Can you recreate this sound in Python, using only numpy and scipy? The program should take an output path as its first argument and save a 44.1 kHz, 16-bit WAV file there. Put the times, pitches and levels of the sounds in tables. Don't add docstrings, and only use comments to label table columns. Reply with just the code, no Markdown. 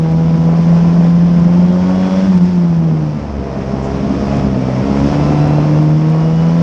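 import sys
import numpy as np
from scipy import signal
from scipy.fft import rfft, irfft, next_fast_len
from scipy.io import wavfile
from scipy.ndimage import uniform_filter1d, map_coordinates

SR = 44100
rng = np.random.default_rng(int(sys.argv[2]) if len(sys.argv) > 2 else 0)


def store_wav(level_fs):
    pcm = np.round(np.clip(np.atleast_2d(level_fs), -1, 1) * 32767)
    wavfile.write(sys.argv[1], SR, pcm.T.astype(np.int16))


N = 291942


def amp(db):
    return 10 ** (np.asarray(db) / 20)


def unit(x):
    return x / np.sqrt(np.mean(x ** 2) + 1e-20)


def curves(rows):
    s, *columns = np.transpose(rows)
    return [np.interp(np.arange(N) / SR, s, column) for column in columns]


def wobble(rate):
    coarse = np.arange(0, N + 32, 32)
    knots = rng.standard_normal(int(N * rate / SR) + 4)
    smooth = map_coordinates(knots, [coarse * rate / SR])
    return np.interp(np.arange(N), coarse, smooth)


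def bumps(rows, length):
    coarse = np.arange(0, N + 32, 32)
    total = sum(height * np.exp(-(2 * (coarse / SR - s) / length) ** 2) for s, height in rows)
    return np.interp(np.arange(N), coarse, total)


def filtered(x, response):
    m = next_fast_len(N + 8192)
    return irfft(rfft(x, m) * response(np.fft.rfftfreq(m, 1 / SR)), m)[..., :N]


def noise(spectrum, patchy_db, gate=1):
    z = signal.stft(gate * rng.standard_normal(N), nperseg=512)[2]
    field = rng.standard_normal(z.shape)
    field = uniform_filter1d(field, size=10, axis=0)
    field = uniform_filter1d(field, size=4, axis=1)
    patchy = signal.istft(z * amp(patchy_db * unit(field)), nperseg=512)[1][:N]
    f, db = np.transpose(spectrum)
    return unit(filtered(patchy, lambda hz: amp(np.interp(np.log(hz + 1), np.log(f + 1), db))))


def resonance_db(modes, hz):
    step = 64
    glide = hz[::step]
    power = sum(amp(2 * db) / (1 + (2 * (glide - centre) / width) ** 2) ** 2
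                for centre, width, db in modes)
    return np.interp(np.arange(N), np.arange(0, N, step), 10 * np.log10(power))


def order(angle, times, db, waver_db, drift):
    phase = times * angle + drift * (wobble(10) + 5 * wobble(1.476))
    if waver_db:
        db = db + waver_db * wobble(20)
    return -np.sqrt(2) * amp(db) * np.cos(phase)


def wind_buffet():
    # time in seconds, level in dB rms.
    buffet_level = [(0.03, -39.5), (2.0, -38), (2.05, -45), (3.64, -43.5), (5.5, -35), (5.56, -46.5),
                    (6.14, -46), (6.27, -36.5), (6.58, -43.5)]
    # frequency in Hz, relative level in dB per Hz.
    thud_colour = [(8, -62), (22, -14.5), (35, -3.5), (48, 0.5), (62, -9.5), (120, -120)]
    return amp(curves(buffet_level)[0]) * noise(thud_colour, patchy_db=1.5)


def road_rumble(jolt):
    # time in seconds, level in dB rms before the wavering.
    road_level = [(0, -22), (1.0, -22), (1.4, -21), (1.9, -23.5), (2.5, -23.5), (2.9, -22.5), (3.2, -25),
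                  (3.9, -24.5), (4.15, -18), (4.5, -19), (4.7, -20), (5.0, -17.5), (5.5, -17.5),
                  (5.7, -19.5), (6.05, -25.5), (6.35, -23), (6.62, -23)]
    # frequency in Hz, relative level in dB per Hz.
    rumble_colour = [(30, -71.5), (50, -10.5), (85, -5), (140, -6), (190, 2), (240, -2.5), (300, -7),
                     (400, -15.5), (700, -50), (1500, -120)]
    level_db = curves(road_level)[0] + 0.8 * wobble(7) + 0.55 * jolt
    return amp(level_db) * noise(rumble_colour, patchy_db=1.5)


def wind_and_intake_hiss(hiss_db, puffs, jolt):
    # frequency in Hz, relative level in dB per Hz.
    hiss_colour = [(500, -120), (1000, -4.5), (1500, -6.5), (2700, -11.5), (3400, -13), (3900, -17),
                   (4300, -16), (5300, -11), (6100, -17.5), (7000, -25), (8200, -33), (9500, -38.5),
                   (10500, -50), (12000, -91)]
    flicker = amp(0.66 * wobble(400))
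    level_db = hiss_db + 0.39 * wobble(12) + 0.19 * jolt
    return amp(level_db) * noise(hiss_colour, patchy_db=0.74, gate=puffs * flicker)


def rattling_surges():
    # middle in seconds, level there in dB rms.
    surge_rows = [(.05, -36), (.34, -36.5), (1.05, -36.5), (1.21, -38.5), (1.36, -38), (1.45, -37.5),
                  (2.03, -34), (3.62, -35), (4.0, -34.5), (4.33, -36.5), (4.97, -35), (5.14, -35.5)]
    # frequency in Hz, relative level in dB per Hz.
    rattle_colour = [(500, -120), (900, -5), (1300, 2.5), (2200, -5.5), (3300, -13), (4500, -31),
                     (7000, -120)]
    swell = bumps([(s, amp(db)) for s, db in surge_rows], length=0.034)
    return swell * noise(rattle_colour, patchy_db=2.5, gate=amp(3 * wobble(300)))


def knocks():
    # time in seconds (one cycle before the trough), peak in dB, pitch in Hz.
    loud_knocks = [(0.487, -10, 502), (0.532, -7, 495), (0.59, -10.5, 510), (0.727, -11, 539),
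                   (1.009, -8, 530), (1.049, -7.5, 506), (1.619, -11, 538), (2.726, -16.5, 670),
                   (4.327, -9.5, 711), (4.374, -13.5, 633), (4.569, -10, 448), (5.322, -8.5, 670),
                   (5.458, -9.5, 640), (5.583, -5.5, 603)]
    small_count, small_db, small_hz = 14, -17.5, 586
    out, t = np.zeros(N + SR), np.arange(SR // 100) / SR
    small_knocks = [(0.01 + u * N / SR, small_db + 6 * (v - 0.5), small_hz * (1 + (w - 0.5)))
                    for u, v, w in rng.random((small_count, 3))]
    for s, db, hz in loud_knocks + small_knocks:
        cycles = hz * t - 1.5
        pulse = np.exp(-(cycles / 0.5) ** 2) * np.cos(2 * np.pi * cycles)
        out[round((s - 0.5 / hz) * SR):][:len(t)] -= amp(db) * pulse
    return out[:N]


def ticks():
    # time in seconds, crack level in dB, snap impulse level in dB, both before the filters.
    tick_rows = [(.119, -31, -25), (0.374, -35.5, -24.5), (2.356, -33.5, -18), (2.3705, -32.5, -18.5),
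                 (2.378, -31.5, -2.5), (2.4256, -38, -22), (2.436, -35, -20), (4.369, -32.5, -22),
                 (4.782, -32, -23.5), (4.955, -44, -18.5), (5.088, -33, -19), (5.476, -29, -21.5),
                 (5.829, -31, -21), (5.906, -34.5, -24.5), (6.101, -30.5, -18.5)]
    cracks, snaps, t = np.zeros(N + SR), np.zeros(N), np.arange(SR // 40) / SR
    for s, db, snap_db in tick_rows:
        start = round(s * SR)
        fade = amp(-60 * t / 0.003)
        crack = fade * (rng.standard_normal(len(t)) + 3 * (t == 0))
        cracks[start:][:len(t)] += amp(db) * crack
        snaps[start] = -amp(snap_db)
    cracks = filtered(cracks[:N], lambda hz: 1 / (1 + (hz / 8500) ** 10))
    return cracks + filtered(snaps, lambda hz: 1 / (1 + 1j * hz / 3500) ** 3)


def sizzles():
    # middle in seconds, length in seconds, level at the middle in dB rms, frequency in Hz.
    sizzle_rows = [(3.85, .05, -49, 6706), (4.383, .06, -55.5, 6696)]
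    out, t = np.zeros(N), np.arange(N) / SR
    for s, length, db, centre_hz in sizzle_rows:
        band = unit(filtered(rng.standard_normal(N), lambda hz: np.exp(-((hz - centre_hz) / 1100) ** 2)))
        out += amp(db) * np.exp(-(2 * (t - s) / length) ** 4) * band
    return out


def exhaust_rasp(rasp_db, puffs, jolt):
    # frequency in Hz, relative level in dB per Hz.
    rasp_colour = [(100, -120), (200, -16.5), (400, -2), (500, 0), (650, -1), (760, -6), (1000, -8),
                   (1300, -14.5), (1600, -20), (2500, -23.5), (3800, -45), (7000, -120)]
    loose_parts = amp(1.3 * wobble(250))
    level_db = rasp_db - 2.0 + 0.8 * wobble(8) + 0.73 * jolt
    return amp(level_db) * noise(rasp_colour, patchy_db=0.0, gate=puffs * loose_parts)


def rush(angle, rasp_db, hiss_db):
    jolt = wobble(30)
    dip_db = bumps([(2.4, -4.5)], length=0.035)
    puffs = 1 + 0.084 * np.cos(2 * angle) + 0.081 * np.cos(angle)
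    sound = wind_buffet() + road_rumble(jolt) + rattling_surges()
    sound += wind_and_intake_hiss(hiss_db + dip_db, puffs, jolt)
    return sound + exhaust_rasp(rasp_db + dip_db, puffs, jolt)


def gear(speed_hz, angle):
    # times a crank turn, dB added to the casing response.
    mesh_tones = [(18, 3), (36, 0.8), (54, -3)]
    # time in seconds, dB added to the casing response.
    whine_level = [(0, -13), (1.0, -4.5), (2.255, 1.5), (2.29, -13), (3.4, -9.5), (3.6, 2.5), (4.7, -2.3),
                   (5.1, 0.5), (5.6, 0), (6.05, -4.5), (6.36, 2.5), (6.62, -4.5)]
    # frequency in Hz, width in Hz, peak in dB before the two additions.
    casing_modes = [(1260, 45, -44), (1319, 50, -43), (1520, 54, -47.5), (2300, 60, -47.5),
                    (2515, 51, -46.5), (2670, 160, -47), (2920, 170, -49), (3180, 250, -55),
                    (3370, 100, -47), (4000, 200, -51.5), (4450, 150, -57)]
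    whine_db, = curves(whine_level)
    sound = np.zeros(N)
    for times, db in mesh_tones:
        level_db = db + whine_db + resonance_db(casing_modes, times * speed_hz)
        sound += order(angle, times, level_db, waver_db=2.0, drift=0.3)
    return sound


def engine(boom_db, speed_hz, angle, shut, rasp_db):
    # time of the middle crest in seconds,
    # length in seconds, throbs per second in Hz, depth from 0 to 1.
    throb_spells = [(0.408, 0.14, 15.5, 0.34), (0.598, .15, 11, 0.2), (1.466, .14, 22, 0.5),
                    (1.648, .14, 18, 0.28), (2.129, .12, 17, 0.5), (2.3, 0.22, 16, 0.6),
                    (2.436, 0.07, 8.6, 0.42), (2.715, 0.29, 13.7, 0.13), (5.409, 0.11, 6.4, 0.3)]
    # times a turn, dB added with the throttle open,
    # dB added with it shut, dB of swell per dB of rasp.
    chassis_orders = [(1, -0.7, -2, -0.05), (3, -6.5, -5, 0.42), (4, -0.3, 0.1, 0.94), (6, 0.5, -1.5, 0.34),
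                      (8, -4.5, -9.5, 0.6), (10, -1, 0.2, 0.35), (12, -0.8, -5.5, 0.45), (14, -3, -6, 0.7)]
    # frequency in Hz, width in Hz,
    # peak in dB before the order's own additions.
    chassis_modes = [(69.6, 10, -23), (82, 3.4, -28.5), (90, 7, -26), (203.9, 28, -10), (248.4, 14, -18),
                     (278.9, 25, -18), (305.4, 28, -20), (357, 22, -25), (405, 27, -28.5), (481, 51, -27.5),
                     (561.8, 56, -26.5), (670, 110, -30), (743.5, 14, -28), (814, 53, -36),
                     (911, 94, -36.5), (1004, 98, -35.5), (1109, 31, -34.5)]
    overrun_modes = [(69.8, 6.9, -22), (92.5, 8, -30.5), (216, 50, -20.5), (333, 63, -24.5),
                     (408, 22, -29.5), (483, 30, -33), (670, 73, -34), (870, 140, -36), (1020, 120, -40)]
    # times a turn, level in dB rms before swelling and wavering.
    upper_orders = [(5, -39.5), (7, -37), (9, -40.5), (11, -46.5), (13, -49.5), (16, -48), (20, -58)]

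    t = np.arange(N) / SR
    throb = np.ones(N)
    for s, length, hz, depth in throb_spells:
        throb += bumps([(s, depth)], length) * np.cos(2 * np.pi * hz * (t - s))
    sound = throb * order(angle, 2, boom_db, waver_db=0.74, drift=0.11)

    swell_db = rasp_db - rasp_db.mean()
    for times, open_db, shut_db, grows in chassis_orders:
        hz = times * speed_hz
        pulling_db = open_db + resonance_db(chassis_modes, hz)
        overrun_db = shut_db + resonance_db(overrun_modes, hz)
        level_db = (1 - shut) * pulling_db + shut * overrun_db
        level_db = level_db + grows * swell_db + 0.86 * wobble(5)
        sound += order(angle, times, level_db, waver_db=1.55, drift=0.13)

    effort_db = 1.6 * swell_db
    for times, db in upper_orders:
        sound += order(angle, times, db + effort_db + wobble(4.1), waver_db=None, drift=0.23)
    return sound


def scene():
    # time in seconds, turns per second in Hz, firing boom in dB rms before wavering.
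    crank = [(0.0, 80.34, -12), (0.2, 81.5, -10), (0.4, 82, -10), (0.5, 82.87, -9), (0.8, 84.55, -8),
             (1.1, 85.2, -9), (1.3, 86.43, -8.5), (1.4, 85.2, -8.5), (1.6, 88.5, -7.5), (1.82, 90.7, -12.5),
             (1.92, 92.54, -11.5), (2.1, 93.57, -12.5), (2.28, 95.5, -10), (2.4, 87.5, -9),
             (2.5, 90.8, -13.5), (2.6, 87, -9.5), (2.9, 80.05, -11.5), (3.1, 75.1, -16),
             (3.25, 72.6, -29.5), (3.4, 68.65, -32), (3.52, 66.78, -25.5), (3.62, 66.63, -27),
             (3.75, 67.13, -21.5), (4.0, 67.72, -27), (4.18, 69.14, -35.5), (4.3, 69.5, -19.5),
             (4.42, 70.1, -20), (4.54, 64.3, -21), (4.8, 64, -16.5), (4.86, 68.23, -33.5),
             (5.0, 69.14, -19), (5.1, 71.95, -19), (5.2, 73, -13.5), (5.3, 73.84, -13.5),
             (5.5, 74.53, -11.7), (5.7, 75.7, -11), (5.9, 76.75, -9.5), (6.3, 80.6, -11), (6.62, 84, -9.5)]
    # time in seconds, opening from 0 to 1.
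    throttle = [(0, 0.8), (2.26, 0.97), (2.36, 0.5), (3.5, 0), (3.75, 0.5), (4.4, 0.3), (4.55, 1),
                (4.8, 0.6), (4.92, 0.83), (6.62, 0.97)]
    # time in seconds, exhaust rasp in dB, wind and intake hiss in dB,
    # both before the later level changes.
    roar = [(0.03, -29, -40.5), (0.45, -27, -38.5), (0.5, -25, -38), (0.63, -27.5, -37.5),
            (1.07, -25.5, -37.5), (1.14, -27.5, -39.5), (1.84, -26.5, -37.5), (1.89, -26, -37),
            (2.16, -24.5, -34), (2.53, -30, -39), (2.84, -28.5, -42.5), (3.29, -28.5, -43), (3.4, -28, -43),
            (4.37, -22, -35), (4.52, -24.5, -39.5), (5.08, -20.5, -32.5), (5.85, -23.5, -37.5),
            (6.0, -26, -39), (6.52, -25, -37), (6.58, -23, -36.5)]
    speed_hz, boom_db = curves(crank)
    shut = np.clip(1 - curves(throttle)[0], 0, 1)
    rasp_db, hiss_db = curves(roar)
    angle = 2 * np.pi * np.cumsum(speed_hz) / SR
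    sound = rush(angle, rasp_db, hiss_db) + knocks() + ticks() + sizzles()
    sound += gear(speed_hz, angle) + engine(boom_db, speed_hz, angle, shut, rasp_db)
    return sound[None]


def record(dry):
    top_hz = 11200
    rounded = dry / (1 + np.abs(dry / 0.95) ** 6) ** (1 / 6)
    return filtered(rounded, lambda hz: (hz > 0) & (hz < top_hz))


dry = scene()
out = record(dry)
store_wav(out)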